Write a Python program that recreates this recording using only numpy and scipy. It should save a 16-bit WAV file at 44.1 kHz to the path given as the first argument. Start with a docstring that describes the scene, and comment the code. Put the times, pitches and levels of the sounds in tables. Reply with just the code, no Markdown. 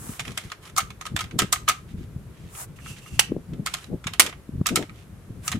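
"""At a shooting bench under the roof of a firing line, a drum magazine is tried in a bolt-action rifle.
Impacts in the well excite the modes of its hollow shell, and sliding friction makes it scrape.
The bolt grates, the spring-driven action snaps twice, and the magazine is drawn out again.
An arm brushes over the bench, the turbulence of a light wind buffets the microphone,
and the roof returns a brief reverberation."""
import sys
import numpy as np
from scipy import signal
from scipy.fft import rfft, irfft, next_fast_len
from scipy.io import wavfile
from scipy.ndimage import uniform_filter1d, map_coordinates

SR = 44100
rng = np.random.default_rng(int(sys.argv[2]) if len(sys.argv) > 2 else 0)


def log_audio(samples):
    """Write samples as a 16-bit WAV file to the path given in sys.argv[1]."""
    # one column per channel
    frames = np.atleast_2d(samples).T
    # limit to full scale, then quantise
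    limited = np.clip(frames, -1, 1)
    pcm = np.round(limited * 32767).astype(np.int16)
    wavfile.write(sys.argv[1], SR, pcm)


N = 246651

# Levels are relative within each table.
# impacts of the magazine in its well: time_s, level_db, hollow_db, treble_db
KNOCKS = [(0.1949, -16.5, -10.5, -11.5), (0.2014, -21, -7, -4), (0.2515, -26, -15, -13),
          (0.279, -26, -26, -12), (0.375, -15.5, -25, -5), (0.5172, -21.5, -10.5, -11.5),
          (0.764, -20, 0.5, 1), (0.775, -13.5, 1, 0), (0.7801, -8, 1, 10.5), (0.803, -17.5, -12, -9),
          (0.9039, -31, -5.5, -10), (1.0112, -24, -3.5, -6), (1.0536, -26.5, 2, -7),
          (1.064, -21.5, -4.5, -6), (1.1637, -13.5, -16.5, -7.5), (1.19, -17, -4, -6),
          (1.207, -16, -11, -7.5), (1.2402, -28, -24.5, -11.5), (1.31, -30.5, -9, -16),
          (1.3893, -5, -8.5, 0), (1.397, -9, -14, -6), (1.419, -15.5, -9, -10), (1.5263, -4, -4.5, 4.5),
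          (1.559, -23.5, -6, -26), (1.679, -10.5, -3.5, -10.5), (1.6867, -5.5, -5.5, -0.5),
          (1.6948, -11, -1.5, -0.5), (1.715, -20.5, -28, -10), (2.5501, -32.5, -20, -11),
          (2.787, -36, -11, -37), (2.86, -31.5, -2.5, -30), (3.061, -37, -5.5, -28.5),
          (3.5338, -39, -5, -12), (3.6609, -16.5, -3, 0.5), (3.67, -15, -13, -9), (3.7384, -14.5, -3, -2.5),
          (4.0415, -29, -7.5, -12), (4.069, -14, -22, -11.5), (4.135, -22, -8.5, -6),
          (4.263, -17, -23, -4.5), (4.3262, -28, -13, -26), (4.66, -13.5, -3, -12), (4.667, -9.5, -16, 4),
          (4.6871, -15, -12, -8), (4.758, -5.5, -12, 2), (4.7705, -16, -8, -15), (4.8245, -27.5, -22, -12),
          (4.895, -37.5, -4, -17), (5.478, -14, -11.5, 2.5), (5.517, -16, -17, -3), (5.525, -17, -18, -13)]
# modes of the hollow magazine: pitch_hz, level_db, t60_s
SHELL_MODES = [(741, -16.5, 0.064), (1065, -3, 0.024), (1262.5, 4.5, 0.033), (1304, -5, 0.05),
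               (2182, -14.5, 0.069), (2506, -27, 0.056)]
# spectrum of an impact: frequency_hz, level_db
CRACK_SPECTRUM = [(550, -13.5), (720, -3.5), (880, -9), (1200, -3), (2150, 1.5), (3400, 5.5), (4700, 1),
                  (7000, 5), (10000, -2), (12500, -7), (15000, -12), (17000, -25)]
# the action snapping home, with its rebounds: start_s, level_db, treble_db, ring_db
SNAPS = [(3.1928, 1, 3, 8), (3.2014, -20, 4.5, -3), (4.1962, 3.5, 3, -0.5), (4.2, 1, 1, 0),
         (4.207, -11, 2.5, 10.5)]
# spectrum of snapping and rubbing parts: frequency_hz, level_db
ACTION_SPECTRUM = [(120, -24), (500, -10.5), (1100, 2.5), (1500, -0.5), (2750, 3.5), (4200, -2),
                   (10500, -3), (14500, -15), (17000, -21.5)]
# resonances of the steel: centre_hz, width_hz, share
STEEL_RESONANCES = [(2720, 290, 1), (4300, 140, 0.4), (6200, 350, 0.55), (7610, 120, 0.85)]
# the magazine sliding along its guides: centre_s, length_s, level_db
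SCRAPES = [(0.082, 0.22, -51), (0.285, 0.045, -46.5), (0.419, 0.15, -49), (0.662, 0.078, -50),
           (3.764, 0.16, -48.5), (4.245, 0.083, -44.5), (5.496, 0.11, -48)]
# friction of the bolt before the first snap: time_s, level_db
BOLT_FORCE = [(2.76, -60.5), (2.87, -45.5), (2.91, -41), (2.96, -54.5), (3.05, -52.5), (3.18, -47)]
# the hand shifting on the stock: centre_s, length_s, level_db
GRIPS = [(1.908, 0.046, -56.5), (2.012, 0.073, -58), (2.438, 0.19, -59.5), (2.981, 0.037, -48),
         (4.994, 0.09, -56.5)]
# likeness of the rifle's noise in the two channels: frequency_hz, correlation
RIFLE_COHERENCE = [(300, 1), (1200, 0.81), (2500, 0.043), (8000, 0.5)]
# stereo balance of the rifle: frequency_hz, left_minus_right_db
RIFLE_BALANCE = [(400, -1), (750, -1), (1250, 1.5), (2400, -3.5), (7000, -2.5), (14000, -4)]
# brushes of the arm: peak_s, release_s, level_db
BRUSHES = [(0.09, 0.16, -40.5), (2.61, 0.068, -35), (5.47, 0.026, -37.5)]
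# spectrum of skin on cloth: frequency_hz, level_db
CLOTH_SPECTRUM = [(400, -19), (700, -2), (1150, 1.5), (2300, -9), (4400, -13.5), (7800, 0), (10500, -2),
                  (12500, -6.5), (15500, -10)]
# strength of the continuous wind: time_s, level_db
WIND_LEVEL = [(0, -43.5), (0.55, -51), (0.85, -45.5), (3.7, -47), (5.1, -50), (5.45, -43)]
# spectrum of its turbulence: frequency_hz, level_db
BUFFET_SPECTRUM = [(15, -28.5), (55, 1.5), (160, 1), (250, -12), (430, -20), (1200, -54)]
# gusts on the microphone, and the dull thump after the second snap:
# centre_s, length_s, level_db, edge_hz
GUSTS_AND_THUMP = [(0.081, 0.083, -42.5, 280), (0.295, 0.046, -39, 316), (1.14, 0.057, -35.5, 252),
                   (1.358, 0.05, -34.5, 318), (1.425, 0.043, -30, 360), (1.985, .11, -36, 219),
                   (3.158, 0.079, -37, 195.6), (3.351, 0.096, -37.5, 318), (3.57, 0.11, -37, 307),
                   (3.927, 0.058, -31.5, 348), (4.26, 0.068, -41.5, 700), (4.572, 0.09, -37, 230),
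                   (4.731, 0.045, -29, 389), (4.804, 0.064, -33, 560), (5.303, 0.04, -40, 243),
                   (5.564, 0.033, -32.5, 293)]
# the strongest single eddies: start_s, level_db, pitch_hz
EDDIES = [(2.161, -19.5, 118), (3.3193, -11, 294.6), (3.365, -16.5, 350), (4.06, -21, 150.6),
          (4.491, -23, 217), (4.6113, -10.5, 154.6)]
# spectrum of an eddy slapping the microphone: frequency_hz, level_db
SLAP_SPECTRUM = [(300, 15.5), (1400, -6), (2500, -52)]
# reverberation time under the roof: frequency_hz, t60_s
ROOF_DECAY = [(200, 0.14), (1500, 0.26), (15000, 0.14)]
# spectrum of the open-air background: frequency_hz, level_db
AIR_SPECTRUM = [(200, -12.5), (360, -2), (800, -13), (1240, -12.5), (5000, -25.5), (12000, -23.5),
                (16000, -40)]

LEAD_S = 0.01  # a graze leads into each impact
GRAZE_DB, GRAZE_T60_S = -20.5, 0.014
REBOUND_MAX_S, REBOUND_DB, REBOUND_TREBLE_DB = 0.011, -10, -23
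UNEVEN_DB, MODE_SPACING_HZ = 2.8, 230  # each point of contact favours its own resonances
LOOSE_RING_DB = -5.5  # steel resonances in rattles and scrapes
LOCKED_DAMPING = 3.1  # the closed action's resonances are this much wider


def magazine_knocks():
    """Inelastic rebound: the magazine strikes, rocks back and touches again more softly."""
    out = np.zeros((2, N))
    for time_s, db, hollow_db, treble_db in KNOCKS:
        start_s = time_s - LEAD_S
        add(out, start_s, amp(db) * impact(hollow_db, treble_db))
        delay_s = REBOUND_MAX_S * rng.uniform(0.5, 1)
        rebound = impact(hollow_db, treble_db + REBOUND_TREBLE_DB)
        add(out, start_s + delay_s, amp(db + REBOUND_DB) * rebound)
    return out


def impact(hollow_db, treble_db):
    """Impulsive excitation: one touch grazes, cracks, chatters and rings the hollow shell."""
    t = np.arange(-round(LEAD_S * SR), SR // 6) / SR
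    age = np.maximum(t, 0)
    decay = amp(-7.5) * fade(age, 0.02) + amp(-12) * fade(age, 0.06) + amp(-34) * fade(age, 0.28)
    attack = 1 - fade(age, 0.0062)
    graze = amp(GRAZE_DB) * fade(np.abs(t), GRAZE_T60_S)
    force = (attack * decay + graze) * grit(len(t), depth_db=2.5)
    crack = steel_noise(CRACK_SPECTRUM, treble_db, ring_db=0, force=force, uneven_db=UNEVEN_DB)
    return crack + amp(hollow_db - 1.5) * shell_ring(age)


def shell_ring(t, scatter_db=3.5, spread_rad=0.55, detune=0.025):
    """Damped modes: grip and point of contact change their strength and pitch from blow to blow."""
    out = 0
    for hz, db, t60 in SHELL_MODES:
        phase = rng.uniform(0, 2 * np.pi) + spread_rad * rng.standard_normal((2, 1))
        pitch_hz = hz * (1 + detune * rng.standard_normal())
        gain = amp(db + scatter_db * rng.standard_normal())
        out = out + gain * fade(t, t60) * np.sin(2 * np.pi * pitch_hz * t + phase)
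    return out * (1 - fade(t, 0.019))


def action_snaps():
    """Release of spring energy: steel slams shut with a ringing crack, and loose parts rattle."""
    out, t = np.zeros((2, N)), np.arange(SR // 4) / SR
    for start_s, db, treble_db, ring_db in SNAPS:
        blow = amp(-1.5) * fade(t, 0.034) * grit(len(t), depth_db=3.5)
        crack = steel_noise(ACTION_SPECTRUM, treble_db, ring_db, blow, damping=LOCKED_DAMPING)
        chatter = amp(-29.5) * fade(t, 0.15) * grit(len(t), depth_db=15)
        rattle = steel_noise(ACTION_SPECTRUM, treble_db, LOOSE_RING_DB, chatter)
        add(out, start_s, amp(db) * (crack + rattle))
    return out


def magazine_scrapes(catch_db=13):
    """Stick and slip: the magazine rubs along its guides and catches three times in each stroke."""
    out = np.zeros((2, N))
    for centre_s, length_s, db in SCRAPES:
        scrape = friction(stroke(length_s), treble_db=-4, ring_db=LOOSE_RING_DB)
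        add(out, centre_s - length_s, amp(db) * scrape)
        for offset in rng.uniform(-0.54, 0.5, size=3):
            catch = impact(hollow_db=-7, treble_db=-7.5)
            add(out, centre_s + offset * length_s, amp(db + catch_db) * catch)
    return out


def bolt_slide():
    """Friction drives resonance: steel grates on steel and sings faintly until the first snap."""
    t = np.arange(N) / SR
    moving = (t > BOLT_FORCE[0][0]) & (t < SNAPS[0][0])
    return friction(moving * amp(curve(BOLT_FORCE)), treble_db=2.5, ring_db=10.5)


def friction(push, treble_db, ring_db):
    """Sliding friction: the noise of rubbing parts follows the force of an unsteady hand."""
    force = push * amp(wobble_db(len(push), rate_hz=61, depth_db=2.3))
    return steel_noise(ACTION_SPECTRUM, treble_db, ring_db, force, UNEVEN_DB / 2)


def steel_noise(spectrum, treble_db, ring_db, force, uneven_db=0, damping=1):
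    """Forced vibration: a rough force shakes the rifle; treble_db makes it brighter or duller."""
    hz = np.geomspace(100, SR / 2, num=800)
    tilted = [(f, db + treble_db * np.clip(np.log(f / 3000), -0.35, 1)) for f, db in spectrum]
    peaks = sum(share / (1 + (2 * (hz - centre) / (width * damping)) ** 2)
                for centre, width, share in STEEL_RESONANCES)
    grid_hz = np.arange(0, SR / 2, MODE_SPACING_HZ)
    ripple_db = uneven_db * np.interp(hz, grid_hz, rng.standard_normal(len(grid_hz)))
    db = along(tilted, hz) + ring_db * peaks + ripple_db
    return noise(np.transpose([hz, db]), RIFLE_COHERENCE, size=len(force), drive=force)


def hand_grip():
    """Friction of soft skin: fingers creep over the stock in a faint, dull crackle."""
    out = np.zeros((2, N))
    for centre_s, length_s, db in GRIPS:
        push = stroke(length_s)
        force = push * grit(len(push), depth_db=3.5)
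        crackle = steel_noise(CRACK_SPECTRUM, treble_db=-10, ring_db=0, force=force)
        add(out, centre_s - length_s, amp(db) * crackle)
    return out


def arm_brushes():
    """Friction of skin on cloth: each wide, raspy swish swells slowly and lets go quickly."""
    out, t = np.zeros((2, N)), np.arange(N) / SR
    for peak_s, release_s, db in BRUSHES:
        to_go = np.maximum(1 + (peak_s - t) / release_s, 0)
        force = (to_go * np.exp(1 - to_go)) ** 4 * grit(N, depth_db=1.5)
        out += amp(db) * noise(CLOTH_SPECTRUM, coherence=[(4000, 0.011)], drive=force)
    return out


def wind():
    """Turbulent pressure: low, fluttering gusts, each with its own upper edge, and brief eddies."""
    coherence = [(40, 1.0), (300, 0.82)]
    lumps = unit(amp(wobble_db(N, rate_hz=24, depth_db=3.2)))
    out = amp(curve(WIND_LEVEL) + 3.5) * lumps * noise(BUFFET_SPECTRUM, coherence)
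    for centre_s, length_s, db, edge_hz in GUSTS_AND_THUMP:
        push = stroke(length_s)
        flutter = unit(amp(wobble_db(len(push), rate_hz=110, depth_db=3.5)))
        spectrum = [(edge_hz * ratio, level_db)
                    for ratio, level_db in [(0.1, -14), (0.5, 0), (1, -7.5), (2, -26), (6, -70)]]
        burst = push * flutter * noise(spectrum, coherence, size=len(push))
        add(out, centre_s - length_s, amp(db + 4) * burst)
    t = np.arange(SR // 16) / SR
    for start_s, db, pitch_hz in EDDIES:
        half_cycles = 2 * pitch_hz * t
        swell = amp(db) * half_cycles ** 2 * np.exp(2 * (1 - half_cycles))
        slap = amp(-4.5) * swell ** 2 * noise(SLAP_SPECTRUM, coherence, size=len(t))
        add(out, start_s, swell * np.sin(2 * np.pi * pitch_hz * t) + slap)
    return panned(out, balance=[(120, 0.72), (280, 4.7)])  # stronger on the left


def roof_reverb(x):
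    """Diffuse reflection from bench, posts and roof: a short tail, longest in the middle frequencies."""
    hz, t, bands = signal.stft(rng.standard_normal((2, SR // 2)), SR, nperseg=256)
    decay = fade(t, along(ROOF_DECAY, hz)[:, None])
    tail = signal.istft(bands * decay, SR, nperseg=256)[1]
    tail *= 1 - fade(np.arange(tail.shape[1]) / SR, 0.03)
    return signal.fftconvolve(x, tail / np.linalg.norm(tail[0]), axes=1)[:, :N]


def open_air():
    """Ambient noise: a faint, steady hush whose coherence falls with frequency."""
    return amp(-55) * noise(AIR_SPECTRUM, coherence=[(300, 0.97), (3000, 0.067)])


def noise(spectrum, coherence, size=N, drive=1):
    """Source and filter: driven noise is coloured; its mid-to-side ratio sets the stereo coherence."""
    def response(hz):
        angle = np.arccos(np.clip(along(coherence, hz), -1, 1)) / 2
        return unit(amp(along(spectrum, hz))) * [np.cos(angle), np.sin(angle)]
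    mid, side = filtered(drive * rng.standard_normal((2, size)), response)
    return np.array([mid + side, mid - side])


def panned(x, balance):
    """Level difference between channels, from (frequency_hz, left_minus_right_db) points."""
    return filtered(x, lambda hz: amp(along(balance, hz) * np.array([[0.5], [-0.5]])))


def filtered(x, response):
    """Linear filtering: the spectrum of x times a frequency response."""
    size = x.shape[-1]
    padded = next_fast_len(size + 4096)
    return irfft(rfft(x, padded) * response(np.fft.rfftfreq(padded, 1 / SR)), padded)[..., :size]


def grit(size, depth_db):
    """Roughness: a gain of rms 1 that jumps from one millisecond to the next."""
    return unit(amp(depth_db * unit(uniform_filter1d(rng.standard_normal(size), size=40))))


def wobble_db(size, rate_hz, depth_db):
    """Random modulation: a smooth level curve with rate_hz knots a second."""
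    knots = rng.standard_normal(int(size * rate_hz / SR) + 4)
    return depth_db * map_coordinates(knots, [np.arange(size) * rate_hz / SR])


def stroke(length_s):
    """A flat-topped swell and fade, lasting twice length_s."""
    position = np.linspace(-2, 2, 2 * int(length_s * SR))
    return np.exp(-position ** 4 / 2)


def fade(t, t60):
    """Free decay, 60 dB down after t60."""
    return np.exp(-np.log(1000) * t / t60)


def along(points, hz):
    """Interpolation of (frequency_hz, value) points on a log axis."""
    frequencies, values = np.transpose(points)
    return np.interp(np.log(hz + 1), np.log(frequencies), values)


def curve(points):
    """Interpolation of (time_s, value) points at every sample."""
    return np.interp(np.arange(N) / SR, *np.transpose(points))


def amp(db):
    """Decibels to gain."""
    return 10 ** (np.asarray(db) / 20)


def unit(x):
    """x at rms 1."""
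    return x / np.sqrt(np.mean(x ** 2) + 1e-20)


def add(track, start_s, sound):
    """Mix a sound into the track, starting no earlier than time zero."""
    part = track[:, max(round(start_s * SR), 0):][:, :sound.shape[-1]]
    part += sound[..., :part.shape[1]]


def scene():
    """Superposition: the rifle slightly to the right, its reflections, the arm, wind and open air."""
    rifle = magazine_knocks() + action_snaps() + magazine_scrapes() + bolt_slide() + hand_grip()
    rifle = panned(rifle, RIFLE_BALANCE)
    return rifle + amp(-15) * roof_reverb(rifle) + arm_brushes() + wind() + open_air()


def record(dry, cutoff_hz=16000):
    """Saturation rounds off the loudest snaps, and a steep low-pass limits the band."""
    clipped = dry / (1 + np.abs(dry) ** 6) ** (1 / 6)
    return filtered(clipped, lambda hz: 1 / (1 + (hz / cutoff_hz) ** 80))


dry = scene()
out = record(dry)
log_audio(out)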